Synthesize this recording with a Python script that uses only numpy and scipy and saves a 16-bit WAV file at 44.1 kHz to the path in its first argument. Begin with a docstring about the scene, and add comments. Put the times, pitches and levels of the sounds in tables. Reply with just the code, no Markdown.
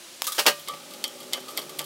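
"""A dry snip over steady workshop hiss: pliers break through a steel wire. The loose end scratches on
the forming blade, and the pliers drop on the machine's frame, clatter and set it ringing. Then a
small geared motor gathers speed, whining and rumbling as it turns the blade. At each half turn the
bent wire slips off with a click and the blade rings faintly. All is heard close up in a small room."""
import sys
import numpy as np
from scipy import signal
from scipy.fft import rfft, irfft
from scipy.io import wavfile
from scipy.ndimage import uniform_filter1d

SR = 44100
rng = np.random.default_rng(int(sys.argv[2]) if len(sys.argv) > 2 else 0)


def wav_record(signal):
    """Record a signal, one row per channel, as 16-bit PCM in the file named by sys.argv[1]."""
    frames = np.transpose(np.atleast_2d(signal))
    bounded = np.clip(frames, -1, 1)
    # unit amplitude maps onto the largest positive 16-bit level
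    quanta = np.round(bounded * 32767).astype(np.int16)
    wavfile.write(sys.argv[1], SR, quanta)


N = 81585


def undb(db):
    """Decibels to gain."""
    return 10 ** (np.asarray(db) / 20)


def unit(x):
    """Scale to an energy of 1."""
    return x / np.sqrt(np.sum(x ** 2))


def fade(t60):
    """Half a second of decay, falling 60 dB every t60 seconds."""
    return np.exp(-np.log(1000) * np.arange(SR // 2) / SR / max(t60, 1e-4))


def colour(x, points, tilt=0, size=2048):
    """Causal EQ through (Hz, dB) points, tilted in dB per octave; keeps the energy of white noise."""
    hz, db = np.array(points).T
    octave = np.log2(np.maximum(np.fft.rfftfreq(size, 1 / SR), 1))
    curve_db = np.interp(octave, np.log2(hz), db) + tilt * np.maximum(octave, np.log2(hz[0]))
    cepstrum = irfft(np.log(undb(curve_db)))
    cepstrum[1:size // 2] *= 2  # minimum phase keeps attacks sharp
    cepstrum[size // 2 + 1:] = 0
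    impulse = unit(irfft(np.exp(rfft(cepstrum))))
    return signal.fftconvolve(x, impulse)[:len(x)]


def burst(t60):
    """Dense, dying vibration: decaying noise of unit energy."""
    return unit(rng.standard_normal(SR // 2) * fade(t60))


def ring(modes, tilt=0, scatter_db=2, detune=0.0045, low_hz=140):
    """Struck metal: modes tilted in dB per octave about 1 kHz, their mix and tuning new at each blow."""
    t = np.arange(SR // 2) / SR
    tone = 0
    for k, (hz, db, t60) in enumerate(modes):
        gain = undb(db + tilt * np.log2(hz / 1000) + scatter_db * rng.standard_normal())
        pitch = hz * (1 + detune * rng.standard_normal())
        tone += (-1) ** k * gain * fade(t60) * np.sin(2 * np.pi * pitch * t)
    # the ring carries no deep bass
    return signal.sosfilt(signal.butter(3, low_hz, "high", fs=SR, output="sos"), tone)


def place(sounds):
    """Lay (time [s], level [dB], sound) on the timeline."""
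    out = np.zeros(N + SR)
    for s, db, x in sounds:
        i = int(max(s, 0) * SR)
        out[i:i + len(x)] += undb(db) * x
    return out[:N]


def drift(rate_hz):
    """Smooth random drift with a spread near 1."""
    hold = max(int(SR / rate_hz), 1)
    return uniform_filter1d(np.repeat(rng.standard_normal(N // hold + 1), hold), hold)[:N]


# room tone EQ (frequency [Hz], gain [dB])
HISS_EQ = [(24, -102), (40, -27.5), (294, -2.5), (368, 0), (472, -9), (535, 0), (881, -8), (949, -5.5),
           (1130, -5.5), (1820, -6), (3390, -1.5), (9890, -7.5), (15500, -18)]

def hiss(level_db=-45, dip_db=-1, dip_s=1):
    """The workshop's bed of hiss, easing down a little as the machine gets going."""
    dip = dip_db * np.clip(np.arange(N) / SR / dip_s, 0, 1)
    return undb(level_db + dip) * colour(rng.standard_normal(N), HISS_EQ)


# motor run-up (time [s], shaft speed [Hz], level [dB])
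RUN_UP = [(0, 27.93, -24.5), (.66, 28.22, -9.5), (0.74, 29.97, 0), (0.819, 36.2, -5), (0.999, 56.02, -0.5),
          (1.15, 61.8, -1.5), (1.453, 63.4, -1), (1.58, 67.18, 2), (1.722, 75, 0), (1.85, 75.1, 1.5)]
# partials of the whine (multiple of shaft speed, level [dB])
SHAFT_ORDERS = [(2, -54.5), (4, -55.5), (5, -58), (6, -59), (7, -61.5), (8, -71), (9, -66.5)]
# housing resonances (frequency [Hz], gain [dB])
HOUSING_EQ = [(50, -39), (120, -20.5), (150, -3.5), (200, -5.5), (250, 0.5), (320, -4), (380, 7),
              (440, 0.5), (700, 1)]
# gear rumble EQ (frequency [Hz], gain [dB])
GEAR_EQ = [(60, -45), (110, -20), (160, -1), (260, 1.5), (400, -1), (480, 0.5), (570, 11), (690, -11),
           (830, 4.5), (1000, -12.5), (1230, 0), (1600, -12.5), (9000, -17)]

def motor(wobble=0.0042, flutter_db=2.0, throb=0.37, gear_db=-46.5):
    """Rising shaft harmonics swell through the housing's resonances; the gears throb once a turn."""
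    s, hz, db = np.array(RUN_UP).T
    t = np.arange(N) / SR
    speed = np.interp(t, s, hz) * (1 + wobble * drift(rate_hz=20))
    angle = 2 * np.pi * np.cumsum(speed) / SR
    whine = 0
    for order, order_db in SHAFT_ORDERS:
        housing_db = np.interp(order * speed, *np.array(HOUSING_EQ).T)
        gain = undb(order_db + housing_db + flutter_db * drift(rate_hz=16.8))
        whine += gain * np.sqrt(2) * np.sin(order * angle + rng.uniform(0, 2 * np.pi))
    grind = rng.standard_normal(N) * (1 + throb * np.cos(angle))
    gears = undb(gear_db) * colour(grind, GEAR_EQ)
    return undb(np.interp(t, s, db)) * (whine + gears)


# thud cues (time [s], level [dB])
BUMPS = [(0.227, -27), (0.809, -35)]
# boomy thud EQ (frequency [Hz], gain [dB])
BUMP_EQ = [(25, -14), (70, -22), (130, -5), (250, 12), (600, -20), (2000, -59)]

def bumps(t60=0.18):
    """Soft, low thuds; the second comes as the motor starts."""
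    return place((s, db, colour(burst(t60), BUMP_EQ)) for s, db in BUMPS)


# frame knocks just after a click (time [s], level [dB])
RATTLES = [(1.3456, -12), (1.363, -18), (1.3742, -12), (1.378, -15), (1.587, -10), (1.8035, -9.5),
           (1.823, -17)]
# dull knock EQ (frequency [Hz], gain [dB])
RATTLE_EQ = [(100, -38), (350, 3.5), (850, -0.5), (1400, -7), (2200, -7), (4000, -15), (12000, -24)]

def frame_rattles(t60=0.072):
    """The machine's frame rattles with dull knocks."""
    return place((s, db, colour(burst(t60), RATTLE_EQ)) for s, db in RATTLES)


# knocks on the blade (time [s], level [dB])
KNOCKS = [(0.2711, -26.5), (.686, -27.5), (0.905, -40), (1.043, -38.5), (1.19, -42), (1.347, -38.5),
          (1.478, -33.5), (1.575, -37.5), (1.69, -43.5), (1.794, -36)]
# blade ring (frequency [Hz], level [dB], t60 [s])
BLADE_MODES = [(523.8, -13, 0.2), (587, -21, 0.15), (800, -24, 0.31), (1166, -7, 0.23), (1197, -6.5, 0.15),
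               (1230, -6, 0.13), (1260, -9, 0.37)]

def blade(tilt_per_db=0.66, hard_knock_db=-33):
    """The flat steel blade rings after each knock; softer knocks ring darker."""
    return place((s, db, ring(BLADE_MODES, tilt_per_db * (db - hard_knock_db))) for s, db in KNOCKS)


# light touches (time [s], level [dB], tilt [dB/octave], t60 [s])
TICKS = [(0.594, -14, 17, 0.15), (0.675, -8, -3, 0.25), (0.685, -6.5, 4, 0.019), (0.736, -14.5, -4, 0.089),
         (0.906, -19, 3, 0.12), (0.936, -16, 3, 0.066), (1.0795, -13, 6, 0.0089), (1.203, -16, 4, 0.066),
         (1.229, -19.5, 4, 0.072), (1.3259, -11, -3, 0.07), (1.3705, -22, 7, 0.02),
         (1.4034, -19, 10, 0.037), (1.483, -12.5, 2, 0.14), (1.506, -16, 6, 0.091), (1.569, -9, 3.5, 0.14),
         (1.591, -10.5, 4, 0.061), (1.616, -14, 2, 0.14), (1.6937, -14, 4, 0.081), (1.816, -15, 9, 0.018),
         (1.8415, -14.5, 9, .1)]
# wire contact EQ, for ticks and clicks (frequency [Hz], gain [dB])
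WIRE_EQ = [(100, -40), (350, -4), (1100, -3.5), (1600, -11), (2100, 6), (2600, -2), (3250, 5.5), (3800, 1),
           (4600, 4.5), (5400, -2.5), (6700, -4.5), (8000, -1.5), (11000, -7), (12300, -2.5), (13500, -11),
           (15500, -17)]
# wire ring, for ticks and clicks (frequency [Hz], level [dB], t60 [s])
WIRE_MODES = [(1980, -16, 0.09), (3044, -4.5, 0.21), (3190, 1.5, 0.076), (3300, 0.5, 0.095),
              (3360, -3, 0.12), (3680, 0, 0.047), (4235, 0.5, 0.039), (4520, 2, 0.034), (5620, -12, 0.16),
              (12220, -14, 0.06)]

def wire_ticks(modes_db=-35):
    """Wire and linkage touch lightly around the clicks, each tick with a trace of ring."""
    return place((s, db, colour(burst(t60), WIRE_EQ, tilt) + undb(modes_db) * ring(WIRE_MODES))
                 for s, db, tilt, t60 in TICKS)


# slips off the blade (time [s], level [dB], tilt [dB/octave], ring trim [dB])
CLICKS = [(1.0409, -1, 0.7, 3), (1.3333, 1.5, 1.7, 2.5), (1.575, -1, 0.2, 2.5), (1.7878, -9, 11, -25),
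          (1.792, -1, 1.5, -4.5)]

def wire_clicks(crack_db=-2, crack_tilt=2.8, body_db=-2.0, body_tilt=-0.94, modes_db=-33):
    """The bent wire snaps off the blade's edge and rings briefly in a cluster of close modes."""
    hits = []
    for s, db, tilt, ring_db in CLICKS:
        crack = undb(crack_db) * colour(burst(t60=0.0049), WIRE_EQ, tilt + crack_tilt)
        body = undb(body_db) * colour(burst(t60=0.056), WIRE_EQ, tilt + body_tilt)
        ping = undb(modes_db + ring_db) * ring(WIRE_MODES)
        hits.append((s, db, crack + body + ping))
    return place(hits)


# skids of the loose end (time [s], level [dB], t60 [s])
SCRATCHES = [(0.234, -15, 0.11), (0.2425, -3, .13), (0.2686, 0.5, 0.037), (0.2731, 2, 0.16),
             (0.3198, -1, 0.11), (0.347, 0, 1)]
# thin, bright rasp EQ (frequency [Hz], gain [dB])
SCRATCH_EQ = [(150, -42), (450, -57), (900, -9), (1200, -7.5), (1600, -8), (2500, -10), (3400, -1.5),
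              (4600, -3.5), (7000, -5.5), (11000, -5), (15500, -10)]

def wire_scratches():
    """The freed end skids over the blade in bright rasps, the last one trailing off."""
    return place((s, db, colour(burst(t60), SCRATCH_EQ)) for s, db, t60 in SCRATCHES)


# the cut (time [s], level [dB])
SNIPS = [(0.2201, 5)]
# crisp snip EQ (frequency [Hz], gain [dB])
SNIP_EQ = [(100, -32), (200, -23), (500, -11.5), (1100, -5), (2000, -16.5), (3000, -11.5), (5200, 0.5),
           (7500, -14.5), (11000, -15), (15500, -9.5)]

def snip(shiver_db=-14, shiver_tilt=3.2):
    """The jaws break through the wire: one dry crack and a faint, bright shiver."""
    hits = []
    for s, db in SNIPS:
        crack = colour(burst(t60=0.0032), SNIP_EQ)
        shiver = undb(shiver_db) * colour(burst(t60=0.18), SCRATCH_EQ, shiver_tilt)
        hits.append((s, db, crack + shiver))
    return place(hits)


# pliers hitting the frame (time [s], level [dB], tilt [dB/octave])
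DROPS = [(0.3817, 2, -1), (0.388, 5.5, -1), (0.3935, 6, 1.5), (0.4572, 1, -3.5), (0.4643, 13.5, 1.14),
         (0.4724, -1.5, -1), (0.4805, 10, 0)]
# clatter EQ (frequency [Hz], gain [dB])
DROP_EQ = [(100, -46), (190, -18.5), (240, -13.5), (330, -5), (460, 3), (700, 0), (900, 3), (1050, 0),
           (1220, 1), (2000, -2), (2600, -0.5), (3000, 3.5), (3600, -3.5), (4700, -0.5), (6500, -5),
           (9000, -9), (15500, -12)]
# two landings that ring the frame (time [s], level [dB])
LANDINGS = [(0.391, -36), (0.471, -26.5)]
# ring of frame and pliers (frequency [Hz], level [dB], t60 [s])
FRAME_MODES = [(158.4, -24.5, 0.75), (231.6, -7.5, 0.15), (468, 4, 0.08), (583.7, 1.5, 0.28),
               (930, -1, 0.14), (1183, -6, 0.44), (1223, 9, 0.13), (1608, 3, 0.15), (1868, -2, 0.23),
               (2525, -0.5, 0.22), (2760, 5, 0.15), (2984, 7, 0.15), (3040, 9, 0.043), (3780, 5, 0.09),
               (4264, 6.5, 0.14)]

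def pliers_drop(crack_db=-6):
    """Handles and jaws land one after another and ring the frame."""
    clatter = []
    for s, db, tilt in DROPS:
        impact = undb(crack_db) * burst(t60=0.063) + burst(t60=0.11)
        clatter.append((s, db, colour(impact, DROP_EQ, tilt)))
    return place(clatter) + place((s, db, ring(FRAME_MODES)) for s, db in LANDINGS)


def scene(room_t60=0.15, room_db=-13):
    """Mono mix: all contacts share a short room tail; motor and hiss sit dry beneath."""
    hits = snip() + wire_scratches() + pliers_drop()
    hits += wire_clicks() + wire_ticks() + frame_rattles() + blade() + bumps()
    room = signal.fftconvolve(hits, burst(room_t60))[:N]
    return (hits + undb(room_db) * room + motor() + hiss())[None]


def record(dry):
    """A steep high cut at 15.75 kHz takes off the very top."""
    return signal.sosfilt(signal.ellip(10, .2, 80, 15750, fs=SR, output="sos"), dry)


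dry = scene()
out = record(dry)
wav_record(out)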